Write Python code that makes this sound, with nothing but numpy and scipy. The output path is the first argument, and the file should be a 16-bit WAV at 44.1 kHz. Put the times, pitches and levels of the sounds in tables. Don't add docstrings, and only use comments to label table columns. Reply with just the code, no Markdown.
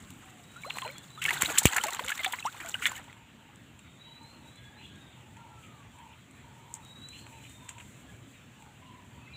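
import sys
import numpy as np
from scipy import signal
from scipy.io import wavfile
from scipy.ndimage import uniform_filter1d

SR = 44100
rng = np.random.default_rng(int(sys.argv[2]) if len(sys.argv) > 2 else 0)


def volts(x):
    e = np.asarray(x, float) / 20
    return 10 ** e


def put_to_file(sound):
    columns = np.atleast_2d(sound).T
    safe = np.clip(columns, -1, 1)
    whole_steps = np.round(safe * 32767)
    wavfile.write(sys.argv[1], SR, whole_steps.astype(np.int16))


N = 412776


def evened(x):
    return x / np.sqrt(np.mean(x ** 2) + 1e-20)


def read(points, hz):
    f, value = np.transpose(points)
    return np.interp(np.log(hz + 1), np.log(f + 1), value)


def along(rows):
    s, *columns = np.transpose(rows)
    t = np.arange(N) / SR
    inside = (t >= s[0]) & (t <= s[-1])
    return inside, [np.interp(t, s, c) for c in columns]


def add(mix, start_s, sound):
    part = mix[round(start_s * SR):][:len(sound)]
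    part += sound[:len(part)]


def phase(hz):
    return 2 * np.pi * np.cumsum(hz) / SR


def resonate(x, hz, width_hz):
    turn = np.exp(1j * phase(hz * np.ones(len(x))))
    pole = np.exp(-np.pi * width_hz / SR)
    return 2 * (turn * signal.lfilter([1 - pole], [1, -pole], x / turn)).real


def resonate_twice(x, hz, width_hz):
    return resonate(resonate(x, hz, width_hz), hz, width_hz)


def slow(per_s, size=N):
    n = max(round(SR / per_s), 1)
    return evened(uniform_filter1d(uniform_filter1d(rng.standard_normal(size), n), n))


def sparse_sizes(per_s, spread_db, size):
    sizes = volts(spread_db * np.minimum(rng.exponential(1, size), 5))
    return sizes * (rng.random(size) < per_s / SR)


def bubble(hz, end_hz, length_s):
    t = np.arange(0, 1.6 * length_s, 1 / SR)
    u = t / length_s
    attack = 1 - np.exp(-t / 0.000095)
    fade = volts(-9 * u - 5 * u ** 4)
    return attack * fade * np.sin(phase(hz + (end_hz - hz) * u))


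def swarm(per_s, lo_hz, hi_hz, cycles, spread_db, count=24):
    stretch = round(3.4 * SR)
    size = sparse_sizes(per_s, spread_db, stretch)
    kind = rng.integers(0, count, stretch)
    pitches = np.geomspace(lo_hz, hi_hz, count)
    glides = rng.uniform(0.84, 1.207, count)
    crowd = np.zeros(stretch)
    for k, (hz, glide) in enumerate(zip(pitches, glides)):
        crowd += signal.oaconvolve(size * (kind == k), bubble(hz, glide * hz, cycles / hz))[:stretch]
    return np.resize(evened(crowd), N)


def crackle(per_s, spread_db, lo_hz):
    clicks = rng.standard_normal(N) * sparse_sizes(per_s, spread_db, N)
    return evened(signal.sosfilt(signal.butter(4, lo_hz, "high", fs=SR, output="sos"), clicks))


# [time_s, level_db]
RUMBLE = [(0.0, -56.5), (1.54, -51), (1.74, -70), (1.95, -76), (2.37, -57.5), (4.64, -53.5), (6.2, -54.5),
          (7.85, -52), (9.36, -53.5)]


def rumble():
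    _, (level_db,) = along(RUMBLE)
    drone = resonate(rng.standard_normal(N), 118 + 8 * slow(1.226), 37)
    return volts(level_db + 1.6 * slow(3.8)) * evened(drone)


# [freq_hz, relative_db]
AIR_SHAPE = [(35, -76), (70, -70), (120, -81), (250, -74.5), (420, -93), (650, -92), (1000, -94.5),
             (2500, -95), (5000, -101), (8000, -110), (16000, -112)]
AIR_RMS_DB = -52


def air():
    frames, hz = N // 256 + 5, np.fft.rfftfreq(1024, 1 / SR)
    real, imag, patches = rng.standard_normal((frames, 513, 3)).T
    patches = evened(uniform_filter1d(uniform_filter1d(patches, 10, 0), 10, 1))
    lumps = evened(uniform_filter1d(rng.standard_normal(frames), 12))
    bass_lumps = lumps / (1 + (hz[:, None] / 300) ** 2)
    level_db = read(AIR_SHAPE, hz)[:, None] + 2.33 * patches + 2.0 * bass_lumps
    spectra = (real + 1j * imag) * volts(level_db)
    noise = signal.istft(spectra, nperseg=1024, noverlap=768)[1][:N]
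    return volts(AIR_RMS_DB) * evened(noise)


# [time_s, hiss_db]
REEDS = [(0.0, -64.5), (1.0, -63.5), (2.8, -60.5), (3.13, -75), (4.6, -68.5), (6.47, -69.5), (6.96, -62.5),
         (7.43, -60.5), (8.26, -67), (9.36, -72)]


def reeds():
    on, (hiss_db,) = along(REEDS)
    hiss = crackle(20000, 1.5, 4500) + 0.15 * crackle(30, 2.1, 4000)
    return on * volts(hiss_db + 2 * slow(22)) * evened(resonate(hiss, 6200, 5900))


# [time_s, gurgle_db]
CHURN = [(0.0, -59), (0.46, -64.5), (0.62, -56), (0.77, -46), (0.97, -58), (1.21, -60), (1.27, -42),
         (1.4, -39), (1.76, -41.5), (1.92, -43), (2.08, -48), (2.29, -45), (2.43, -52), (2.82, -49),
         (2.97, -46.5), (3.02, -58), (3.2, -68.5)]
FULL_STIR_DB = -40
SPRAY_DB, SPRAY_SLOPE = -43.5, 1.07
DRIP_DB, DRIP_SLOPE = -53, 1.3


def churn():
    on, (gurgle_db,) = along(CHURN)
    stir_db = gurgle_db - FULL_STIR_DB
    spray_db = SPRAY_DB + SPRAY_SLOPE * stir_db
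    drip_db = DRIP_DB + DRIP_SLOPE * stir_db
    glug = 0.28 * swarm(120, 330, 1000, 7.5, 3)
    gurgle = 0.64 * swarm(350, 1100, 4680, 14.0, 2.7) + glug + 0.68 * swarm(2000, 830, 4780, 4.8, 2.1)
    spray = swarm(1200, 3750, 16400, 10, 4) + 0.77 * crackle(5000, 3, 2400)
    drip = evened(resonate(crackle(20000, 1.5, 3700), 4400, 5900))
    spurts = slow(59)
    gurgle = volts(gurgle_db + 1.4 * slow(49) + 3.1 * spurts) * gurgle
    spray = volts(spray_db + 3.15 * slow(80) + 0.74 * spurts) * spray
    drip = volts(drip_db + 2.1 * slow(14)) * drip
    return on * (gurgle + spray + drip)


def strikes(rows, froth_width_hz, spray_hz, spray_width_hz, tint_spread):
    froth = swarm(4000, 999, 4510, 5.25, 1.8)
    spray = evened(swarm(7000, 4230, 17100, 2.7, 1.34) + crackle(14000, 0.85, 7900))
    tints = np.exp(tint_spread * rng.uniform(-1.4, 1, len(rows)))
    out = np.zeros(N)
    for (start_s, froth_db, froth_hz, spray_db, length_ms), tint in zip(rows, tints):
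        t = np.arange(0, 0.0046 * length_ms + 0.0023, 1 / SR)
        t_ms = 1000 * t
        rise = (1 - np.exp(-t_ms / (0.19 * length_ms))) ** 2
        burst = volts(-9 * (t_ms / length_ms) ** 1.5)
        patter = 0.24 * volts(-2.5 * t_ms / (1 + 0.45 * length_ms))
        shape = rise * (burst + patter)
        first = round(start_s * SR)
        at = slice(first, first + len(t))
        tuned = evened(resonate_twice(froth[at], froth_hz, froth_width_hz) * shape)
        puff = evened(resonate(spray[at], tint * spray_hz, spray_width_hz) * shape)
        splash = 0.88 * volts(froth_db) * tuned + volts(spray_db) * puff
        add(out, start_s - 0.00013 * length_ms, splash * np.std(shape))
    return out


# [start_s, froth_db, froth_hz, spray_db, length_ms]
SLAPS = [(0.104, -45, 2680, -37, 2.2), (0.6991, -29.5, 3430, -42, 7.4), (0.7056, -22.5, 2520, -45, 2.1),
         (0.779, -45, 2600, -47, 2.3), (0.7843, -24.5, 2080, -31.5, 2.9), (0.8189, -24.5, 2970, -53, 1.2),
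         (0.8777, -30.5, 2170, -59, 2.3), (0.9816, -46, 2600, -32, 1.6), (1.217, -27.5, 2670, -33.5, 17),
         (1.2386, -31, 3360, -24.5, 4.4), (1.2517, -18.5, 2560, -30, 2.8), (1.26, -20.5, 2560, -24.5, 3.7),
         (1.289, -19, 2720, -31, 3.1), (1.3061, -17, 1920, -27, 5.1), (1.3329, -39, 2290, -28, 11),
         (1.4099, -30, 2900, -24.5, 8.2), (1.4208, -12.5, 1850, -7.5, 1.47),
         (1.4316, -21.5, 2350, -23.5, 4.4), (1.4472, -29, 2940, -28, 6.6), (1.575, -19.5, 2600, -27, 4.9),
         (1.5813, -23, 2900, -8.5, 8.7), (1.6304, -49, 2780, -24, 8.7), (1.6545, -10.5, 2770, -6, 3.16),
         (1.6605, -16.5, 2830, -35, 4.5), (1.6667, -23, 2500, -21, 7.5), (1.7432, -38, 2680, -29, 8),
         (1.7627, -17.5, 1710, -19.5, 9.3), (1.7814, -15, 2170, -27, 4), (1.8361, -25.5, 2450, -18, 4.6),
         (1.8672, -32, 2920, -24.5, 3.2), (1.883, -26, 2210, -29, 3.5), (1.9053, -47, 2590, -26, 2.7),
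         (1.9321, -47, 2250, -24.5, 2.3), (1.9472, -27, 2640, -24, 1.4), (1.9939, -24, 2130, -39, 3.4),
         (2.0442, -31, 1650, -38, 3.4), (2.0632, -35, 2600, -25, 0.76), (2.081, -25.5, 3120, -29, 4.8),
         (2.0924, -24, 3120, -28, 4.1), (2.1011, -33, 1650, -30, 10.4), (2.1193, -25, 2550, -42, 4.3),
         (2.1761, -32, 2430, -32, 4.24), (2.192, -32, 2340, -51, 3), (2.2316, -28, 3400, -35, 8.1),
         (2.245, -17.5, 2400, -24, 4.6), (2.2602, -23, 3650, -41, 4.1), (2.278, -36, 2490, -32, 2.4),
         (2.3224, -31, 3560, -26, 5.8), (2.3341, -26.5, 1950, -60, 9.7), (2.404, -37, 2640, -35, 1.9),
         (2.4613, -37, 2540, -39.5, 13), (2.526, -52, 4330, -49, 2.5), (2.6011, -33.5, 1870, -43, 14),
         (2.6605, -33, 2600, -31, 1.4), (2.7427, -28, 2820, -38, 4.2), (2.8184, -30.5, 2380, -35, 41.4),
         (2.8555, -10.5, 2720, -29, 2.2), (2.8623, -21.5, 1940, -23.5, 10), (2.9141, -45, 2260, -36.5, 8.3),
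         (2.945, -55, 2900, -56, 12), (2.9757, -45, 2600, -42, 6.9)]


def slaps():
    return strikes(SLAPS, froth_width_hz=1440, spray_hz=9300, spray_width_hz=11000, tint_spread=0.28)


# [start_s, length_s, start_hz, end_hz, level_db]
WHISTLES = [(0.199, 0.27, 764, 670, -64), (0.414, 0.32, 3827, 4080, -64), (.63, 0.36, 4130, 4160, -55.5),
            (0.918, 0.031, 3700, 3400, -62), (0.941, 0.078, 3350, 3500, -58),
            (1.101, 0.066, 3915, 3980, -57.5), (1.143, 0.074, 3880, 2950, -60.5),
            (3.769, 0.27, 3760, 3550, -71), (3.969, .41, 3880, 4240, -59.5), (4.421, .2, 3860, 4140, -64.5),
            (4.7, 0.082, 3500, 3950, -70), (4.555, 0.16, 3445, 3380, -67.5), (4.766, 0.13, 4050, 4030, -65),
            (4.563, 0.25, 1636, 1700, -66.5), (4.883, 0.24, 1637, 1540, -68),
            (5.359, .5, 1376, 1103, -62.5), (6.808, .455, 3810, 4270, -55), (7.176, .052, 4300, 4800, -61),
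            (7.32, .21, 3940, 4160, -66.5), (7.456, 0.23, 3690, 3550, -65), (8.075, .05, 1700, 1600, -64.5),
            (8.119, 0.032, 2230, 2480, -65), (8.857, .03, 2900, 2820, -62.5),
            (8.269, 0.21, 3830, 3400, -71.5), (9.202, 0.17, 2574, 2750, -65.5),
            (9.27, 0.032, 2070, 2500, -59.5), (9.301, .06, 2435, 2380, -63.5),
            (9.334, 0.042, 3970, 3950, -54)]
BEND, EASE = 1.5, 2.7
BLUR_HZ, BLUR_AT_HZ, BLUR_SLOPE = 26.7, 4000, 3.8
NOTE_FADE_DB = -1.5


def whistles():
    out = np.zeros(N)
    for start_s, length_s, start_hz, end_hz, level_db in WHISTLES:
        n = round(length_s * SR)
        u = np.linspace(0, 1, n)
        slide = (1 - np.cos(EASE * u ** BEND)) / (1 - np.cos(EASE))
        blur_hz = BLUR_HZ * (start_hz / BLUR_AT_HZ) ** BLUR_SLOPE
        pitch_hz = start_hz + (end_hz - start_hz) * slide + blur_hz * slow(290, size=n)
        tone = evened(np.sin(phase(pitch_hz)))
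        level = volts(level_db + NOTE_FADE_DB * u + 3.6 * slow(82, size=n))
        add(out, start_s, level * tone * signal.windows.tukey(n, 0.25))
    return out


def far(x, t60_s, echo_db):
    t = np.arange(0, 0.25, 1 / SR)
    tail = rng.standard_normal(len(t)) * (rng.random(len(t)) < 0.05) * volts(-60 * t / t60_s)
    scatter = signal.oaconvolve(x, tail / np.linalg.norm(tail))[:N]
    shore = np.pad(x, (round(0.055 * SR), 0))[:N]
    return x + volts(-8) * shore + volts(echo_db) * scatter


# [start_s, level_db, start_hz, end_hz, length_ms]
BUBBLES = [(0.561, -43, 1343, 1520, 33), (0.635, -36, 2290, 2220, 10), (0.647, -35.5, 1000, 1340, 17),
           (0.663, -38, 490, 1040, 48), (0.771, -25.5, 855, 1030, 2.6), (0.823, -33, 1060, 1016, 21.5),
           (0.849, -33, 844, 1065, 25), (0.858, -35, 600, 644, 21), (0.86, -42, 462, 590, 64),
           (0.9, -38.5, 2200, 2300, 9.2), (1.176, -40, 1195, 1470, 32), (1.252, -25, 2210, 2230, 16.5),
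           (1.283, -21.5, 1690, 2000, 17), (1.31, -30, 880, 1000, 16), (1.34, -34, 1900, 2020, 12),
           (1.371, -30, 1530, 1470, 8), (1.481, -34, 670, 790, 14), (1.489, -31, 1400, 1460, 16),
           (1.502, -31.5, 610, 660, 12), (1.619, -27.5, 770, 1010, 6.4), (1.638, -37, 2200, 2240, 8),
           (1.676, -36, 2760, 2740, 8), (1.761, -26.5, 890, 1110, 10.6), (1.774, -30.5, 670, 895, 19),
           (1.798, -32.5, 1340, 1470, 18), (1.812, -31, 3020, 3080, 8), (1.839, -24, 905, 805, 16.6),
           (1.86, -31, 613, 720, 33), (1.884, -29.5, 1120, 1060, 16), (1.909, -40, 910, 960, 33),
           (1.935, -29, 3900, 4000, 4.4), (1.946, -41, 950, 890, 30), (1.925, -33, 2000, 1860, 8),
           (1.993, -22.5, 1060, 930, 6.1), (2.007, -36, 423, 870, 25), (2.05, -42, 490, 573, 40),
           (2.078, -32, 2140, 2340, 13), (2.101, -25.5, 1450, 1430, 8.4), (2.118, -26, 1650, 1740, 12.5),
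           (2.193, -30, 2140, 2010, 23), (2.26, -26, 3530, 3530, 6.7), (2.264, -25.5, 780, 734, 19),
           (2.334, -28, 950, 1040, 15), (2.387, -33, 2190, 2060, 5.8), (2.396, -35, 3930, 3950, 8.9),
           (2.426, -33.5, 2630, 2660, 7), (2.452, -23, 793, 1384, 34), (2.461, -25, 5540, 5720, 5.7),
           (2.545, -41, 820, 1400, 16), (2.623, -40.5, 2370, 2430, 9.6), (2.647, -39.5, 683, 660, 35),
           (2.67, -38, 1430, 1610, 10), (2.742, -24, 2810, 3000, 8.4), (2.752, -29, 1560, 1480, 7.8),
           (2.823, -28.5, 1460, 1410, 8), (2.862, -20, 1860, 2000, 8.2), (2.868, -25.5, 3480, 3370, 8.3),
           (2.894, -36, 7100, 7300, 6.7), (2.895, -42, 1700, 1760, 12), (2.955, -41, 2920, 3020, 9),
           (2.918, -30.5, 970, 1090, 5.4), (2.975, -42.5, 1790, 1910, 19)]


def bubbles():
    out = np.zeros(N)
    for start_s, level_db, start_hz, end_hz, length_ms in BUBBLES:
        add(out, start_s, volts(level_db) * bubble(start_hz, end_hz, length_ms / 1000))
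    return out


# [start_s, peak_db, push_ms]
THUMPS = [(1.432, -19.5, 0.45), (1.6547, -0.5, 0.64)]


def thumps():
    out = np.zeros(N)
    for start_s, peak_db, push_ms in THUMPS:
        u = np.arange(0, 12, 1000 / (push_ms * SR))
        add(out, start_s, volts(peak_db) * np.e * u * np.exp(-u))
    return out


# [start_s, length_s, level_db, pitch_hz]
TRILL = [(3.004, .28, -65.5, 903), (3.36, .17, -66, 865), (4.043, 0.11, -63, 926),
         (4.186, 0.088, -59.5, 901), (4.302, 0.2, -65.5, 918), (4.62, 0.28, -67, 858),
         (5.12, 0.24, -66.5, 862), (5.333, .26, -57.5, 909), (5.696, 0.227, -68, 882),
         (5.924, .22, -57, 926), (6.402, 0.24, -63, 916), (6.599, 0.24, -58, 915), (6.86, .11, -69, 880),
         (7.22, .2, -60, 920), (7.542, 0.3, -60, 958), (8.559, 0.18, -62, 874), (8.776, 0.29, -60, 998),
         (9.097, 0.15, -64, 942)]
WARBLE_PER_S, THROB_DB = 28.2, 3
TRILL_SAG = 0.0552


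def trill():
    out = np.zeros(N)
    for start_s, length_s, level_db, pitch_hz in TRILL:
        n = round(length_s * SR)
        hz = pitch_hz * (1 + TRILL_SAG * np.linspace(0.5, -0.5, n))
        throb_per_s = WARBLE_PER_S * (1 + 0.3 * slow(12, size=n))
        beat = 2 * np.pi * rng.random() + phase(throb_per_s)
        tone = np.sin(phase(hz + 25 * np.sin(beat) + 30 * slow(90, size=n)))
        breath = resonate_twice(rng.standard_normal(n), hz, 140)
        voice = evened(evened(tone) + 0.9 * evened(breath))
        level = volts(level_db + THROB_DB * np.cos(beat))
        add(out, start_s, level * voice * signal.windows.tukey(n, 0.5))
    return out


# [start_s, froth_db, spray_db, length_ms]
DROPS = [(3.041, -47, -49, 3.4), (3.128, -40.5, -50, 2.1), (3.5583, -49, -42.5, 0.57),
         (3.791, -48, -48.5, 3.9), (4.232, -61, -53, 3), (4.5574, -52, -52, 3), (4.957, -60, -53, 2.6),
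         (5.3668, -49, -53, 3.7), (5.6643, -62, -55, 2.5), (5.9852, -52, -54, 4.4),
         (6.3098, -56, -49.5, 2.6), (6.7402, -59, -24.5, 1.1), (6.749, -60, -41, 7.5),
         (6.762, -57, -50, 8.3), (7.0867, -46, -37, 1.4), (7.2667, -41, -48, 2.1),
         (7.4953, -55, -43.5, 2.2), (7.686, -46, -43.5, 20), (7.6913, -31.5, -28, 0.81),
         (7.7814, -45, -51, 8.3), (7.799, -43.5, -53, 17), (8.6227, -46, -50, 1.9)]
DROP_HZ = 2500


def drops():
    rows = [(start_s, froth_db, DROP_HZ, spray_db, length_ms)
            for start_s, froth_db, spray_db, length_ms in DROPS]
    return strikes(rows, froth_width_hz=1800, spray_hz=8340, spray_width_hz=1900, tint_spread=0.12)


# [start_s, length_s, start_hz, end_hz, level_db]
CHIRPS = [(4.77, .11, 2430, 2920, -57), (4.79, 0.19, 3330, 3420, -62), (4.903, 0.33, 3770, 3560, -65),
          (5.153, 0.078, 2700, 2640, -66), (5.616, 0.069, 2950, 2160, -61), (6.084, 0.095, 2610, 2620, -64),
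          (7.114, 0.09, 2570, 3050, -54), (7.326, 0.02, 2480, 2290, -55.5),
          (7.43, 0.053, 2730, 2410, -55.5), (8.335, 0.043, 2480, 2280, -61.5)]
CHIRP_MAX_WIDTH_HZ, CHIRP_SETTLE_S = 770, 0.22


def chirps():
    out = np.zeros(N)
    for start_s, length_s, start_hz, end_hz, level_db in CHIRPS:
        n = round(length_s * SR)
        pitch_hz = np.linspace(start_hz, end_hz, n)
        buzz = rng.standard_normal(n) * volts(2.9 * slow(210, size=n))
        width_hz = CHIRP_MAX_WIDTH_HZ / (1 + (length_s / CHIRP_SETTLE_S) ** 2)
        voiced = evened(resonate_twice(buzz, pitch_hz, width_hz))
        add(out, start_s, volts(level_db) * voiced * signal.windows.tukey(n, 0.6))
    return out


def scene():
    background = rumble() + air() + reeds()
    splashes = churn() + slaps() + bubbles() + thumps() + drops()
    birds = far(whistles() + trill() + chirps(), t60_s=0.18, echo_db=-8)
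    mono = background + splashes + birds
    return np.array([mono, mono])


def top_cut(x):
    return signal.sosfilt(signal.butter(12, 16690, fs=SR, output="sos"), x)


# [freq_hz, gain_db]
MIC = [(300, -4), (3200, 2.5), (4000, -2), (5000, -13), (6000, -6), (7500, 6.5), (9000, -4), (12500, -8),
       (15200, -0.5), (15800, -25.5), (16600, -46), (16800, -103)]
BASS_CUT_HZ = 62


def record(dry):
    log_gain = np.log(volts(read(MIC, np.abs(np.fft.fftfreq(4096, 1 / SR)))))
    min_phase = -signal.hilbert(log_gain).imag
    taps = np.fft.ifft(np.exp(log_gain + 1j * min_phase)).real[:2048]
    heard = signal.oaconvolve(dry, taps[None], axes=1)[:, :N]
    heard = signal.sosfilt(signal.butter(4, BASS_CUT_HZ, "high", fs=SR, output="sos"), heard)
    return top_cut(np.clip(heard, -1, 1))


dry = scene()
out = record(dry)
put_to_file(out)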